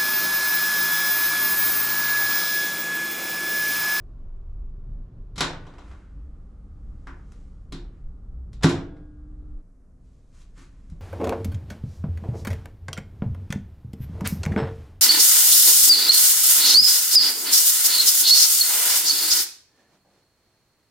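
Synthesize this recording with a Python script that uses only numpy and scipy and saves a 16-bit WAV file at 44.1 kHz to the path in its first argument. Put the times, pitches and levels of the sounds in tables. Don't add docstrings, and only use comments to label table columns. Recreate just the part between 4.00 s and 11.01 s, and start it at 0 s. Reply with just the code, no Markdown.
import sys
import numpy as np
from scipy import signal
from scipy.fft import rfft, irfft, next_fast_len
from scipy.io import wavfile
from scipy.ndimage import uniform_filter1d

SR = 44100
rng = np.random.default_rng(int(sys.argv[2]) if len(sys.argv) > 2 else 0)


def inscribe(sig):
    pcm = np.round(np.clip(np.atleast_2d(sig).T, -1, 1) * 32767)
    wavfile.write(sys.argv[1], SR, pcm.astype(np.int16))


N = 309141
T = np.arange(N) / SR

# t/s, energy/dB, tilt/(dB/octave), hollow-door boost/dB, latch boost/dB,
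# low thud/dB, high thud/dB, rattle time constant/s, share sent to the room/dB
CONTACTS = [(1.357, -28, 2, 0, 2, -52, -48, 0.011, -4.5), (1.3781, -15, 1, -0.5, 0, -36, -43, 0.009, 0),
            (1.4062, -1.5, 0.5, 1, 1, -35, -29, 0.0039, -4.5),
            (1.666, -34, -5.5, -12, -5, -65, -51, 0.0064, -2), (1.736, -39, -5, -7, 0, -54, -56, .008, -8),
            (1.782, -33, -4, -7, -6, -65, -52.5, 0.0063, -2),
            (1.912, -39.5, -5, 6, 0, -60, -54, 0.0068, -5.5),
            (3.069, -35.5, -1, 14.5, -3, -71, -46.5, .005, -1.5),
            (3.320, -40, 3.5, 6, -8, -65, -60, 0.0027, -9.5),
            (3.7224, -23.5, 1, 1, 3, -40, -36, .004, -4.5), (3.742, -38, -1, -6, 9, -38, -44, .0045, -.5),
            (4.531, -38, 2.5, -5, 0, -67.5, -58.5, 0.0022, -6),
            (4.609, -41, -5, 3, 1.5, -55, -57, 0.0072, -3),
            (4.624, -21, -1, 1.5, -1, -42, -47, 0.0071, -2.5),
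            (4.6318, -6, 1.5, 4, 0, -38.5, -33, 0.0084, -3.5),
            (4.6432, -3.5, -2.5, -2.5, -8, -10, -13.5, 0.0022, -6),
            (4.689, -16, 0.5, -2, -1, -28, -28, 0.0097, 0), (4.965, -50, -3, 9, 0, -65, -63, .008, -5.5),
            (6.415, -45, 2, 3, 2, -68, -70, 0.0055, -13.5), (6.575, -55, -4, 0, 0, -52, -54, .008, 0),
            (6.899, -46, 5, 5, -4, -66, -81, .003, -7.5), (6.92, -55, -6, -6, 0, -38, -58, 0.0036, -4)]
# f/Hz, relative level/dB, T60/s
BODY_MODES = [(101, -11, 0.25), (116, -8.5, 0.3), (155.5, 2, 0.11), (162.3, -3, 0.42), (177, -1.5, 0.054),
              (195.4, -17.5, .4), (275.4, -5, .55), (283, -3, 0.2), (342.7, -3, 0.28), (380, -3, .14),
              (399, -11, 0.34), (468, -18, .3)]
# f/Hz, bandwidth/Hz, relative level/dB
PANEL_RESONANCES = [(700, 760, -.5), (1350, 750, 1), (2450, 2500, -1), (3950, 1000, -1), (5400, 1100, -4),
                    (7260, 1300, -8.5), (9800, 2600, -11.5)]
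def door_impacts():
    hollow_door, latch = 1, 3
    pivot_hz, thud_split_hz, thud_room_db = 2450, 190, -9
    direct, to_room = np.zeros((2, N + SR))
    t = np.arange(SR) / SR
    rattle_n = SR // 8
    rattle_t = t[:rattle_n]
    impulse = signal.unit_impulse(rattle_n)
    push = 1 - np.exp(-t / .003)
    low_thud = push * ring([m for m in BODY_MODES if m[0] <= thud_split_hz], t)
    high_thud = push * ring([m for m in BODY_MODES if m[0] > thud_split_hz], t)
    for start, energy_db, tilt_db, hollow_db, latch_db, low_db, high_db, decay_s, echo_db in CONTACTS:
        envelope = np.exp(-rattle_t / decay_s) * (1 - np.exp(-rattle_t / (.19 * decay_s)))
        bursts = rng.standard_normal((len(PANEL_RESONANCES), rattle_n)) * envelope
        rattle = smooth = 0
        for k, (hz, width_hz, panel_db) in enumerate(PANEL_RESONANCES):
            boost_db = hollow_db * (k == hollow_door) + latch_db * (k == latch)
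            gain = undb(energy_db + panel_db + tilt_db * np.log2(hz / pivot_hz) + boost_db)
            edges_hz = hz - width_hz / 2, hz + width_hz / 2
            rattle += gain * unit_energy(band(bursts[k], *edges_hz))
            smooth += gain * (-1) ** k * unit_energy(band(impulse, *edges_hz))
        thud = undb(low_db) * low_thud + undb(high_db) * high_thud
        i = int(start * SR)
        direct[i:i + SR] += thud
        direct[i:i + rattle_n] += rattle
        to_room[i:i + SR] += undb(echo_db + thud_room_db) * thud
        to_room[i:i + rattle_n] += undb(echo_db) * smooth
    return direct[:N], to_room[:N]


# f/Hz, initial rms level/dB, T60/s
DOOR_MODES = [(160, -38, 1.0), (295.6, -56.5, 4.7), (743.7, -65, .8), (882, -42.5, .6), (1180, -57, 1.4),
              (1480, -45, 0.85), (3327, -77, 1.0), (3784, -70.5, .9), (4840, -67, 1.3)]
# f/Hz, initial rms level/dB, T60/s
CABINET_MODES = [(300, -46, 5.0), (461, -38.5, 0.7), (661, -41, 0.77), (753, -59.5, .9), (1340, -58, 0.95),
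                 (1450, -55.5, 1.2), (1626, -59.5, 1.56), (2277, -68.5, .6), (3402, -56.5, .7),
                 (3660, -83.5, 1.3), (4250, -61.5, 0.4), (4870, -70, .9)]
def sheet_metal():
    unlatch_s, slam_s = 1.407, 4.644
    return np.sqrt(2) * (ring(DOOR_MODES, T - unlatch_s) + ring(CABINET_MODES, T - slam_s))


# t/s at full level, level/dB, 20 dB rise/s, hold/s, 20 dB fall/s, tilt/dB
STROKES = [(1.62, -67.5, 0.057, .02, 0.61, -10), (1.89, -66.5, 0.2, .03, 0.2, -3),
           (3.04, -77, .6, .2, .3, -1), (3.33, -74, 0.11, .05, .5, 1), (3.93, -80, .05, .05, .1, -8),
           (4.532, -59.5, .006, .002, .015, 1.5), (6.05, -81, .08, .1, 1.2, 5),
           (6.345, -68, .04, .04, .1, 1), (6.41, -70, 0.033, .015, .03, 5),
           (6.58, -57.5, .035, .04, .07, -1), (6.75, -77, .2, .2, .15, -1)]
# f/Hz, relative level/dB
CLOTH_SPECTRUM = [(700, -15.5), (1100, 0), (1600, -2.5), (2500, -7.5), (4000, -10.5), (7000, -9.5),
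                  (10000, -17.5), (14000, -34)]
def sleeve_rustle():
    slips = rng.standard_normal(N) * undb(2.4 * rng.exponential(size=N))
    cloth = unit_rms(colour(slips, CLOTH_SPECTRUM))
    dull = colour(cloth, [(1500, 0), (3000, -6), (6000, -24)])
    bright = cloth - dull
    out = np.zeros(N)
    for full_s, db, rise, hold, fall, tilt_db in STROKES:
        drop_db = 20 * np.maximum((full_s - T) / rise, (T - full_s - hold) / fall)
        envelope = undb(db - np.maximum(drop_db, 0))
        out += envelope * (dull / undb(tilt_db) + bright * undb(tilt_db))
    return out


# f/Hz, T60/s
REVERB_TIMES = [(125, 0.58), (250, 0.51), (500, 0.68), (1000, .42), (2000, 0.41), (4000, 0.32),
                (8000, 0.26), (13000, 0.14)]
def reverberation(x):
    room_gain_db, build_up_s = 5.5, .0042
    t = np.arange(SR) / SR
    tail = 0
    for hz in 90 * 2 ** np.arange(0, 7.6, .5):
        half_octave = band(stereo_noise(SR), hz / 2 ** .25, hz * 2 ** .25)
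        tail += half_octave * undb(-60 * t / on_log(REVERB_TIMES, hz))
    tail *= 1 - np.exp(-t / build_up_s)
    tail = undb(room_gain_db) * np.sqrt(2) * unit_energy(tail)
    return signal.fftconvolve(x[None], tail, axes=1)[:, :N]


# spectrum (f/Hz, level/dB), rms level/dB
VENT_SPECTRA = [([(110, -39), (180, -19), (256, 6), (286, -17.5), (325, -3.5), (406, -4), (517, -16),
                (567, -10.5), (852, -20), (1120, -17), (1960, -34), (7420, -46), (8450, -50), (11400, -48),
                (15000, -82)], -59), ([(110, -28.5), (180, -3.5), (251, -11.5), (302, -8), (325, -21),
                (377, -16.5), (480, -19.5), (708, -29), (791, -25), (952, -34), (1210, -26.5), (1690, -40),
                (2540, -49), (9440, -53), (15000, -73.5)], -58), ([(110, -40), (180, -1.5), (229, -13),
                (261, -3), (286, -14.5), (634, -22.5), (762, -28), (836, -30), (1280, -31.5), (3290, -52.5),
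                (6060, -45.5), (9440, -47), (15000, -60)], -62)]
def ventilation():
    noise = stereo_noise(N) * undb(.7 * waver(2.3))
    return sum(undb(db) * unit_rms(colour(noise, spectrum)) * time_span(k)
               for k, (spectrum, db) in enumerate(VENT_SPECTRA))


# t/s, level/dB
DEEP_LEVELS = [(0.0, -37), (0.04, -40), (1.02, -32), (1.11, -53), (1.21, -33), (1.27, -42), (2.26, -49),
               (2.32, -40), (2.77, -49), (2.89, -37), (3.14, -46), (3.88, -38), (4.0, -55), (4.06, -31),
               (4.12, -42), (5.29, -44), (5.58, -36), (5.62, -51), (6.97, -43), (7.01, -50)]
HUM_LEVELS = [(0.0, -53), (0.04, -47), (0.45, -52), (0.49, -43), (1.33, -52), (1.5, -44), (1.62, -61),
              (1.89, -42), (2.09, -49), (2.16, -37), (2.52, -52), (2.73, -38), (2.79, -46), (4.26, -43),
              (4.37, -34), (4.51, -43), (4.65, -34), (4.72, -46), (5.56, -44), (5.64, -70), (5.93, -55),
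              (6.85, -57), (6.91, -41), (7.01, -44)]
UPPER_LEVELS = [(0.0, -51), (0.39, -53), (0.9, -47), (1.27, -47), (1.5, -44), (1.81, -53), (2.64, -53),
                (3.3, -52), (3.38, -53), (4.61, -48), (4.8, -43), (5.17, -53), (5.45, -53), (5.58, -62),
                (5.66, -62), (7.01, -56)]
# lower f/Hz, upper f/Hz, evenness (0 to 1), waver depth/dB, waver rate/Hz
BUILDING_BANDS = [(20, 40, .7, 2, 12), (46, 66, 0.7, 1.5, 12), (72, 150, 0, 2, 9)]
def building_rumble():
    out = 0
    for levels, settings in zip((DEEP_LEVELS, HUM_LEVELS, UPPER_LEVELS), BUILDING_BANDS):
        lo_hz, hi_hz, evenness, waver_db, waver_hz = settings
        noise = band(stereo_noise(N), lo_hz, hi_hz)
        envelope = unit_rms(np.abs(signal.hilbert(noise.sum(0), next_fast_len(N))[:N]))
        evened = unit_rms(noise / (envelope + .1) ** evenness)
        level_db = np.interp(T, *np.transpose(levels)) + waver_db * waver(waver_hz)
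        out += undb(level_db) * evened
    return out


# f/Hz, side level relative to mid/dB
SIDE_SPECTRUM = [(60, -34), (250, -12.5), (500, -10.5), (1000, -6.5), (2000, -4.5), (4000, -3.5),
                 (8000, -8.5), (13000, 0)]
def stereo_noise(n):
    mid, side = rng.standard_normal((2, n))
    side = colour(side, SIDE_SPECTRUM)
    return np.array([mid + side, mid - side])


def ring(modes, t):
    t = np.maximum(t, 0)
    return sum(undb(db) * np.sin(2 * np.pi * hz * t) * undb(-60 * t / t60) for hz, db, t60 in modes)


def time_span(k):
    edges_s, fade_s = (-1., 1.352, 5.612, 9.), .012
    return np.clip((T - edges_s[k]) / fade_s, 0, 1) - np.clip((T - edges_s[k + 1]) / fade_s, 0, 1)


def waver(rate_hz):
    hold = int(SR / rate_hz)
    steps = np.repeat(rng.standard_normal(256)[:N // hold + 1], hold)
    return 1.3 * uniform_filter1d(uniform_filter1d(steps, hold), hold)[:N]


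def colour(x, spectrum):
    n = x.shape[-1]
    hz = np.arange(n // 2 + 1) * SR / n
    return irfft(rfft(x) * undb(on_log(spectrum, hz)), n)


def band(x, lo_hz, hi_hz):
    edges_hz = [lo_hz, min(hi_hz, .45 * SR)]
    return signal.sosfilt(signal.butter(2, edges_hz, "bandpass", fs=SR, output="sos"), x)


def on_log(points, hz):
    knots_hz, values = np.array(points, float).T
    return np.interp(np.log(np.maximum(hz, 1)), np.log(knots_hz), values)


def undb(db):
    return 10 ** (np.asarray(db) / 20)


def unit_rms(x):
    return x / np.sqrt(np.mean(x ** 2))


def unit_energy(x):
    return x / np.sqrt(np.sum(x ** 2))


def scene():
    impacts, to_room = door_impacts()
    sleeve = sleeve_rustle()
    echoes = reverberation(to_room + undb(-10) * sleeve)
    ringing = sheet_metal() * time_span(1)
    return impacts + sleeve + echoes + ringing + ventilation() + building_rumble()


def record(dry):
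    mic_hz, top_hz = 12300, 15600
    dull = signal.sosfilt(signal.butter(4, mic_hz, fs=SR, output="sos"), dry)
    return signal.sosfilt(signal.ellip(8, .2, 70, top_hz, fs=SR, output="sos"), dull)


dry = scene()
out = record(dry)
inscribe(out)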